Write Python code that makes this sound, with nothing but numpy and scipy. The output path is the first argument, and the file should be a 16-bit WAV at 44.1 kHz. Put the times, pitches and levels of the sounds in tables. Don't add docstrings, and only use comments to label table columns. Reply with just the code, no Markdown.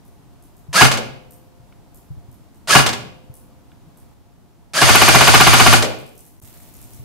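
import sys
import numpy as np
from scipy import signal
from scipy.fft import rfft, irfft
from scipy.io import wavfile
from scipy.ndimage import uniform_filter1d

SR = 44100
rng = np.random.default_rng(int(sys.argv[2]) if len(sys.argv) > 2 else 0)


def dump(signal):
    limited = np.clip(np.atleast_2d(signal).T, -1, 1)
    pcm = np.round(limited * 32767).astype(np.int16)
    wavfile.write(sys.argv[1], SR, pcm)


def natural_amplitude(level_db):
    exponent = np.asarray(level_db, float) / 20
    return 10 ** exponent


N = 310464

# start/s, overall gain/dB, room tone/dB
TAKES = [
    (0, -0.97, -50.5),
    (4.14, -2, -52),
    (6.404, 0.5, -50),
]
# f/Hz, level per Hz/dB
HUM_MID = [(12, -33.5), (20, -2), (87, -5), (157, -4.5), (207, -7), (266, -6.5), (478, -17), (686, -17),
           (746, -21), (834, -16), (1800, -29.5), (15500, -38.5)]
# f/Hz, level per Hz/dB
HUM_SIDE = [(12, -39.5), (20, -12), (70, -11.5), (106, 1), (133, -14), (171, -14.5), (196, -28),
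            (259, -15.5), (440, -31), (614, -24.5), (1420, -37.5), (15500, -48.5)]
# t/s, level/dB
BOUNCES = [(0.0512, -42), (0.4242, -40), (0.567, -41.5), (1.3084, -32), (1.945, -34.5), (2.3147, -41.5),
           (2.5444, -43.5), (3.34, -32), (3.973, -38.5), (5.9295, -40.5), (5.9871, -35.5), (6.0639, -35),
           (6.153, -37), (6.178, -30.5), (6.2519, -35), (6.3994, -36.5), (6.4236, -34), (6.5751, -37.5),
           (6.6044, -36.5), (6.7395, -34), (6.8141, -32), (6.8903, -43), (6.9341, -33), (6.9995, -50)]
# delay/s, level/dB
FLUTTER = [(0, -2), (.0025, -2), (0.0134, -1.5), (.028, -3.5), (.033, -8.5), (.059, -13)]
# f/Hz, level/dB
BOUNCE = [(3000, -34.5), (5000, -10), (7500, -2.5), (10500, 1), (14500, -1.5), (17000, -15.5)]
# f/Hz, t60/s
ROOM = [(60, 1), (250, 0.83), (700, 0.61), (1500, 0.5), (2700, 0.61), (4000, 0.53), (9000, .38),
        (15000, 0.49)]
# t/s, level/dB, f/Hz, t60/s, side level/dB
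BUMPS = [(0.683, -26, 154, 0.18, 0), (1.594, -36.5, 121.9, 0.15, -4), (2.1, -25, 146, 0.16, 0),
         (2.171, -31, 153, 0.097, 2), (2.281, -31.5, 131, 0.08, -4.5), (2.329, -38, 102, 0.08, -6),
         (3.293, -27.5, 129, 0.085, -2), (3.562, -43.5, 102, 0.08, -3.5), (3.865, -35, 160.9, 0.12, -8),
         (6.428, -38, 101.8, 0.12, -4.5), (6.991, -32.5, 132, 0.25, -1)]
# t/s, level/dB, f/Hz
CREAKS = [
    (1.723, -40.5, 1580),
    (3.716, -40, 1620),
    (4.3587, -54, 1240),
    (6.565, -47, 1900),
    (6.599, -46, 2100),
]
# trigger t/s, first slam t/s, motor off t/s, gear level/dB, slam level/dB
PULLS = [
    (0.729, .811, .85, -0.5, 2.5),
    (2.674, 2.751, 2.789, 0, 1.5),
    (4.735, 4.816, 5.76, -3.5, -1),
]
# f/Hz, level per Hz/dB
GEARS = [(90, -29.5), (150, -7), (350, -17.5), (650, -10), (1000, -9), (1500, -6.5), (2200, -9.5),
         (3300, -6.5), (5000, -11), (8500, -13), (12000, -21.5), (15500, -27), (17000, -56.5)]
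# f/Hz, width/Hz, level/dB
CASE = [(644, 80, -0.5), (1306, 530, 3), (2186, 200, -9), (4470, 370, 3), (6030, 170, -4.5),
        (8580, 900, -0.5)]
# f/Hz, width/Hz, level/dB
SINGS = [(1304, 62, 1.5), (1665, 55, 0), (2394.2, 40, -2)]
# f/Hz, level/dB, t60/s
BODY = [(239, -7.5, .06), (332, -8, 0.054), (434, -6, 0.049), (717.3, -3, .04), (880, -5, .03),
        (1020, -6, 0.01), (1184, 0.5, 0.026), (1394, 2.5, .035), (1680, -7.5, 0.01), (2100, -2, 0.039),
        (2520, -1, 0.019), (2600, -3, 0.029), (2916, -3.5, 0.029), (3730, -11, 0.045)]
# f/Hz, level/dB
CRACK = [(150, -11.5), (400, -9), (1000, 4), (2500, -6.5), (3500, -8.5), (8000, -19.5), (15000, -27)]
# f/Hz, level/dB, t60/s
THUMP = [(134.6, 0, 0.11), (186, -14.5, 0.063)]
# f/Hz, level/dB, t60/s
BOOM = [(50, -7, .2), (70, -5, 0.22), (98, -5, 0.47), (107.4, -2, 0.51)]
# f/Hz, level/dB, t60/s
RINGS = [(515, -44, 2.6), (618, -49, 2.), (702, -53, 2.6), (1550, -55, 1.3), (2640, -47, .7),
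         (2790, -50, .6)]
# f/Hz, left over right/dB
LEAN = [(60, 8), (240, 2), (950, 0.5), (3770, -4.5), (9000, -4), (15000, -0.5)]
# f/Hz, level/dB
SIDEWAYS = [(100, -14.5), (300, -3.5), (1000, -9), (3000, -6), (8000, -4.5), (15000, -3.5)]
# t/s, level/dB, panel drumming/dB
SMACKS = [
    (0.9143, -12.5, -23),
    (0.9383, -20.5, -25),
    (0.9717, -20.5, -25),
    (2.8623, -10.5, -29.5),
    (2.8885, -16.5, -36.5),
    (2.9292, -20.5, -41),
    (5.8227, -12, -12.5),
    (5.8441, -19, -21),
]
# f/Hz, level/dB
SMACK = [(200, -10), (600, 0), (1500, -3), (4000, -4.5), (8000, -10.5), (15000, -26.5)]
# t/s, level/dB
SCATTER = [(5.85, -63), (6.05, -66), (6.2, -58.5), (6.33, -64), (6.41, -66), (6.45, -54.5), (6.78, -57),
           (7.04, -58.5)]
# f/Hz, level/dB
ROLL = [(800, -17.5), (2000, -6.5), (4000, -8), (7000, -7), (10500, -4.5), (15000, -2)]
# f/Hz, level/dB, t60/s
CREAK_UPPER = [(1250, -3, .01), (2300, -3, .008), (2900, -4, .01), (3600, -6, .006)]

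START_HZ, LOADED_HZ, FREE_HZ, STOP_HZ = 701.5, 1691, 2366, 1199
SPIN_S, FREE_S, COAST_S, DROP_S = .052, .085, .052, 0.014
START_DB, EARLY_DB, RUN_DB, OFF_DB, STOP_DB = -28.5, -18.5, -12, -13, -33
WHINE_START_DB, WHINE_EARLY_DB, STRAIN_DB, SLACK_DB, CRUISE_DB, WHINE_STOP_DB = -36.5, -21.5, -13, -26, -24, -44
FIRST_STEP_DB = -14
BURST_SHOTS, SECOND_S, CYCLE_S, JITTER_S = 14, 4.8858, .06468, .0008
BURST_DB, GROWTH_DB, SPREAD_DB = -0.5, 1.5, 0.88
TICK_DB, FIRST_TICK_DB, TICK_SPREAD_DB = -14, -24, 1.9
PUSH_DB, FIRST_PUSH_DB, PUSH_SPREAD_DB = -27, -22, 2.5
REBOUND_S, REBOUND_DB = .035, -8.5
FEW_PER_S, MANY_PER_S, FEW_DB, MANY_DB = 200, 600, -64, -56
CUT_S, DIP_DB, DIP_S = 6.404, -24, .012


def evened(x):
    return x / np.sqrt(np.mean(x ** 2) + 1e-20)


def levelled(x):
    z = rfft(x, 2 * len(x))
    return irfft(z / abs(z))[:len(x)]


def read(points, hz):
    f, value = np.transpose(points)
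    return np.interp(np.log(hz + 1), np.log(f + 1), value)


def per_take(axis):
    columns = np.transpose(TAKES)
    return columns[axis][np.searchsorted(columns[0], np.arange(N) / SR, "right") - 1]


def add(mix, s, sound):
    part = mix[..., round(s * SR):][..., :sound.shape[-1]]
    part += sound[..., :part.shape[-1]]


def colour(x, points):
    gain_db = read(points, abs(np.fft.fftfreq(4096, 1 / SR)))
    log_gain = np.log(natural_amplitude(np.maximum(gain_db, -100)))
    taps = np.fft.ifft(np.exp(np.conj(signal.hilbert(log_gain)))).real[:2048]
    return signal.oaconvolve(x, taps / np.linalg.norm(taps))[:len(x)]


def resonate(x, hz, width):
    turn = np.exp(2j * np.pi * np.cumsum(hz * np.ones(len(x))) / SR)
    r = np.exp(-np.pi * width / SR)
    return 2 * (turn * signal.lfilter([1 - r], [1, -r], x / turn + 1e-18)).real


def modes(table, seconds):
    t = np.arange(round(seconds * SR)) / SR
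    return sum((-1) ** k * natural_amplitude(db - 60 * t / t60) * np.sin(2 * np.pi * hz * t)
               for k, (hz, db, t60) in enumerate(table))


def burst(seconds, rise, t60):
    t = np.arange(round(seconds * SR)) / SR
    x = rng.standard_normal(len(t)) * (1 - np.exp(-t / rise)) * natural_amplitude(-60 * t / t60)
    return x / np.linalg.norm(x)


def room_tone():
    frames, hz = N // 512 + 5, np.fft.rfftfreq(2048, 1 / SR)
    a, b, c, d, patches = rng.standard_normal((frames, 1025, 5)).T
    smooth = uniform_filter1d(uniform_filter1d(patches, 8, 0), 6, 1)
    lumps_db = evened(smooth) / (1 + hz[:, None] / 600)
    mid_bins = (a + 1j * b) * natural_amplitude(read(HUM_MID, hz))[:, None]
    side_bins = (c + 1j * d) * natural_amplitude(read(HUM_SIDE, hz))[:, None]
    z = np.array([mid_bins, side_bins]) * natural_amplitude(lumps_db)
    mid, side = signal.istft(z, nperseg=2048, noverlap=1536)[1][:, :N]
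    fan = evened(resonate(rng.standard_normal(N), 702, 9.1))
    mid = evened(mid) + natural_amplitude(-16) * fan
    side = natural_amplitude(3) * evened(side)
    return natural_amplitude(per_take(axis=2)) * np.array([mid + side, mid - side])


def pellets():
    out = np.zeros((2, N))
    for s, db in BOUNCES:
        for late, echo_db in FLUTTER:
            tick = colour(np.pad(burst(.003, .0001, 0.0036), (0, 200)), BOUNCE)
            level_db = db + echo_db + 8 + 0.94 * rng.standard_normal((2, 1))
            add(out, s + late * rng.uniform(0.93, 1.05), natural_amplitude(level_db) * tick)
    return out


def room(x):
    taps = np.zeros((2, SR))
    at = np.arange(200, SR - 20, 20) + rng.integers(0, 20, (2, (SR - 201) // 20))
    np.put_along_axis(taps, at, rng.choice([-1., 1.], at.shape), 1)
    hz, t, z = signal.stft(taps, SR, nperseg=256)
    decay = natural_amplitude(-60 * t / read(ROOM, hz)[:, None])
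    tail = signal.istft(z * decay, SR, nperseg=256)[1]
    return signal.fftconvolve(x * np.ones((2, 1)), tail / np.linalg.norm(tail[0]), axes=1)[:, :N]


def handling():
    out = np.zeros((2, N))
    palm = signal.windows.hann(300) / 120
    for s, db, hz, t60, side_db in BUMPS:
        bump = signal.oaconvolve(modes([(hz, db, t60)], .3), palm)
        thud = signal.oaconvolve(modes([(.6 * hz, db + side_db, 1.8 * t60)], .3), palm)
        add(out, s, bump + np.outer([1, -1], thud))
    for s, db, hz in CREAKS:
        plastic = modes([(hz, -2, .008)] + CREAK_UPPER, .04)
        add(out, s, natural_amplitude(db - 2.5) * signal.oaconvolve(burst(.012, .001, .025), plastic))
    return out


def pull(trigger, slam, off, gear_db, slam_db):
    climb = LOADED_HZ - START_HZ
    run_db = RUN_DB + gear_db
    rows = [(trigger, START_DB, START_HZ, WHINE_START_DB),
            (trigger + .35 * SPIN_S, EARLY_DB, START_HZ + .36 * climb, WHINE_EARLY_DB),
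            (trigger + .68 * SPIN_S, run_db, START_HZ + .65 * climb, FIRST_STEP_DB + 3.5 * gear_db),
            (trigger + SPIN_S, run_db, START_HZ + .94 * climb, STRAIN_DB),
            (slam - DROP_S, run_db, LOADED_HZ, STRAIN_DB - 4),
            (slam, RUN_DB, LOADED_HZ, SLACK_DB)]
    held = off - slam > FREE_S
    if held:
        rows += [(slam + FREE_S, RUN_DB, FREE_HZ, CRUISE_DB)]
    return rows + [(off, OFF_DB, FREE_HZ if held else LOADED_HZ, CRUISE_DB),
                   (off + .5 * COAST_S, OFF_DB - 6.5, LOADED_HZ - 180, SLACK_DB - 6),
                   (off + COAST_S, STOP_DB, STOP_HZ, WHINE_STOP_DB)]


def gearbox(rows):
    s, *columns = np.transpose(rows)
    t = np.arange(s[0], s[-1], 1 / SR)
    rattle_db, hz, whine_db = (np.interp(t, s, c) for c in columns)
    knocks = rng.standard_normal(len(t)) * natural_amplitude(1.8 * rng.exponential(1, len(t)))
    rattle = evened(colour(knocks, GEARS))
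    rattle += sum(natural_amplitude(db + 3.0) * evened(resonate(knocks, f, w)) for f, w, db in CASE) / len(CASE)
    flutter, wobble = (evened(uniform_filter1d(v, 300)) for v in rng.standard_normal((2, len(t))))
    tone = np.sin(2 * np.pi * np.cumsum(hz * (1 + .02 * wobble)) / SR)
    mesh = natural_amplitude(whine_db + 5) * (1 + 0.55 * flutter) * tone
    whine = sum(natural_amplitude(db + 2) * resonate(mesh, f, w) for f, w, db in SINGS)
    return s[0], natural_amplitude(rattle_db) * evened(rattle) + whine


def slams():
    k, chance = np.arange(BURST_SHOTS), rng.standard_normal((BURST_SHOTS, 4)).T
    beat = np.transpose([SECOND_S + k * CYCLE_S + JITTER_S * chance[0],
                         BURST_DB + GROWTH_DB * k / BURST_SHOTS + SPREAD_DB * chance[1],
                         TICK_DB + TICK_SPREAD_DB * chance[2],
                         PUSH_DB + PUSH_SPREAD_DB * chance[3]])
    firsts, rebounds = [], []
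    for trigger, slam, off, gear_db, slam_db in PULLS:
        firsts.append((slam, slam_db, FIRST_TICK_DB, FIRST_PUSH_DB))
        if off - slam < FREE_S:
            rebounds.append((slam + REBOUND_S, slam_db + REBOUND_DB, FIRST_TICK_DB, FIRST_PUSH_DB))
    return firsts + list(beat) + rebounds


def rifle():
    out, blows, pushes = np.zeros((3, N))
    for row in PULLS:
        add(out, *gearbox(pull(*row)))
    habit = burst(.024, .004, .1)
    for s, db, tick_db, push_db in slams():
        knocks = levelled(habit + .7 * burst(.024, .004, .1))
        grip = rng.normal(1, 0.016)
        body = modes([(hz * grip, mode_db, t60) for hz, mode_db, t60 in BODY], .15)
        add(out, s - .002, natural_amplitude(db - 2.5) * signal.oaconvolve(knocks, body))
        add(out, s - .002, natural_amplitude(db + 22) * colour(np.pad(knocks, (0, 1000)), CRACK))
        tick = resonate(resonate(burst(.01, 0.00016, 0.006), 11400, 1300), 11600, 1600)
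        add(out, s + 0.0074, natural_amplitude(db + tick_db + 36) * tick)
        push = signal.windows.hann(200) / 100
        add(pushes, s + rng.uniform(0, .005), natural_amplitude(db + push_db + 14) * push)
        blow = signal.windows.hann(300) / 150
        add(blows, s, natural_amplitude(db - 4.5 + 2.5 * rng.standard_normal()) * blow)
    return out + signal.fftconvolve(pushes, modes(THUMP, .3))[:N], blows


def room_boom(blows):
    return np.outer([1.03, -.97], signal.fftconvolve(blows, modes(BOOM, .8))[:N])


def metal_rings():
    struck = np.zeros(N)
    struck[[round(row[1] * SR) for row in PULLS[:2]]] = 1
    return np.outer([1.7, .2], signal.fftconvolve(struck, modes(RINGS, 1.5))[:N])


def bench(x):
    spread = colour(np.pad(levelled(burst(0.023, 0.00024, 0.11)), (0, 500)), SIDEWAYS)
    return x + np.outer([1, -1], natural_amplitude(-2) * signal.oaconvolve(x.mean(0), spread)[:N])


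def backstop():
    out = np.zeros(N)
    for s, db, low_db in SMACKS:
        crack = np.pad(levelled(burst(0.026, 0.0016, 0.06)), (0, 1500))
        add(out, s, natural_amplitude(db + 24.5) * colour(crack, SMACK))
        drumming = resonate(resonate(burst(0.18, 0.0083, 0.38), 500, 300), 500, 450)
        add(out, s, natural_amplitude(low_db + 41.5) * drumming)
    return out


def scatter():
    t, (s, db) = np.arange(N) / SR, np.transpose(SCATTER)
    rate = np.interp(db, [FEW_DB, MANY_DB], [FEW_PER_S, MANY_PER_S])
    size = rng.standard_normal((2, N)) * natural_amplitude(2.5 * np.minimum(rng.exponential(1, N), 2))
    ticks = size * (rng.random(N) < np.interp(t, s, rate, left=0) / SR)
    patter = np.array([colour(side, ROLL) for side in ticks])
    return natural_amplitude(np.interp(t, s, db) - 6.5) * evened(patter)


def scene():
    gun, blows = rifle()
    ticks, loud = pellets() + scatter(), gun + backstop()
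    sides = [colour(loud, [(f, sign * db / 2) for f, db in LEAN]) for sign in (1, -1)]
    direct = bench(np.array(sides))
    shots = direct + natural_amplitude(-7) * room(loud) + room_boom(blows) + metal_rings()
    shots[:, round(CUT_S * SR):] = 0
    return shots + ticks + natural_amplitude(2.5) * room(ticks) + handling() + room_tone()


def band_limit(x):
    return signal.sosfilt(signal.butter(12, 15660, fs=SR, output="sos"), x)


def record(dry):
    thin = signal.sosfilt(signal.butter(2, 40, "high", fs=SR, output="sos"), dry)
    thin = signal.oaconvolve(thin, signal.firwin(1023, 15740, fs=SR)[None], "same")
    held = np.clip(4 * np.tanh(thin / 4), -1.04, 1.04)
    since = np.arange(N) / SR - CUT_S
    dip_db = DIP_DB * (since > -.002) * (since < DIP_S)
    return band_limit(held * natural_amplitude(per_take(axis=1) + dip_db))


dry = scene()
out = record(dry)
dump(out)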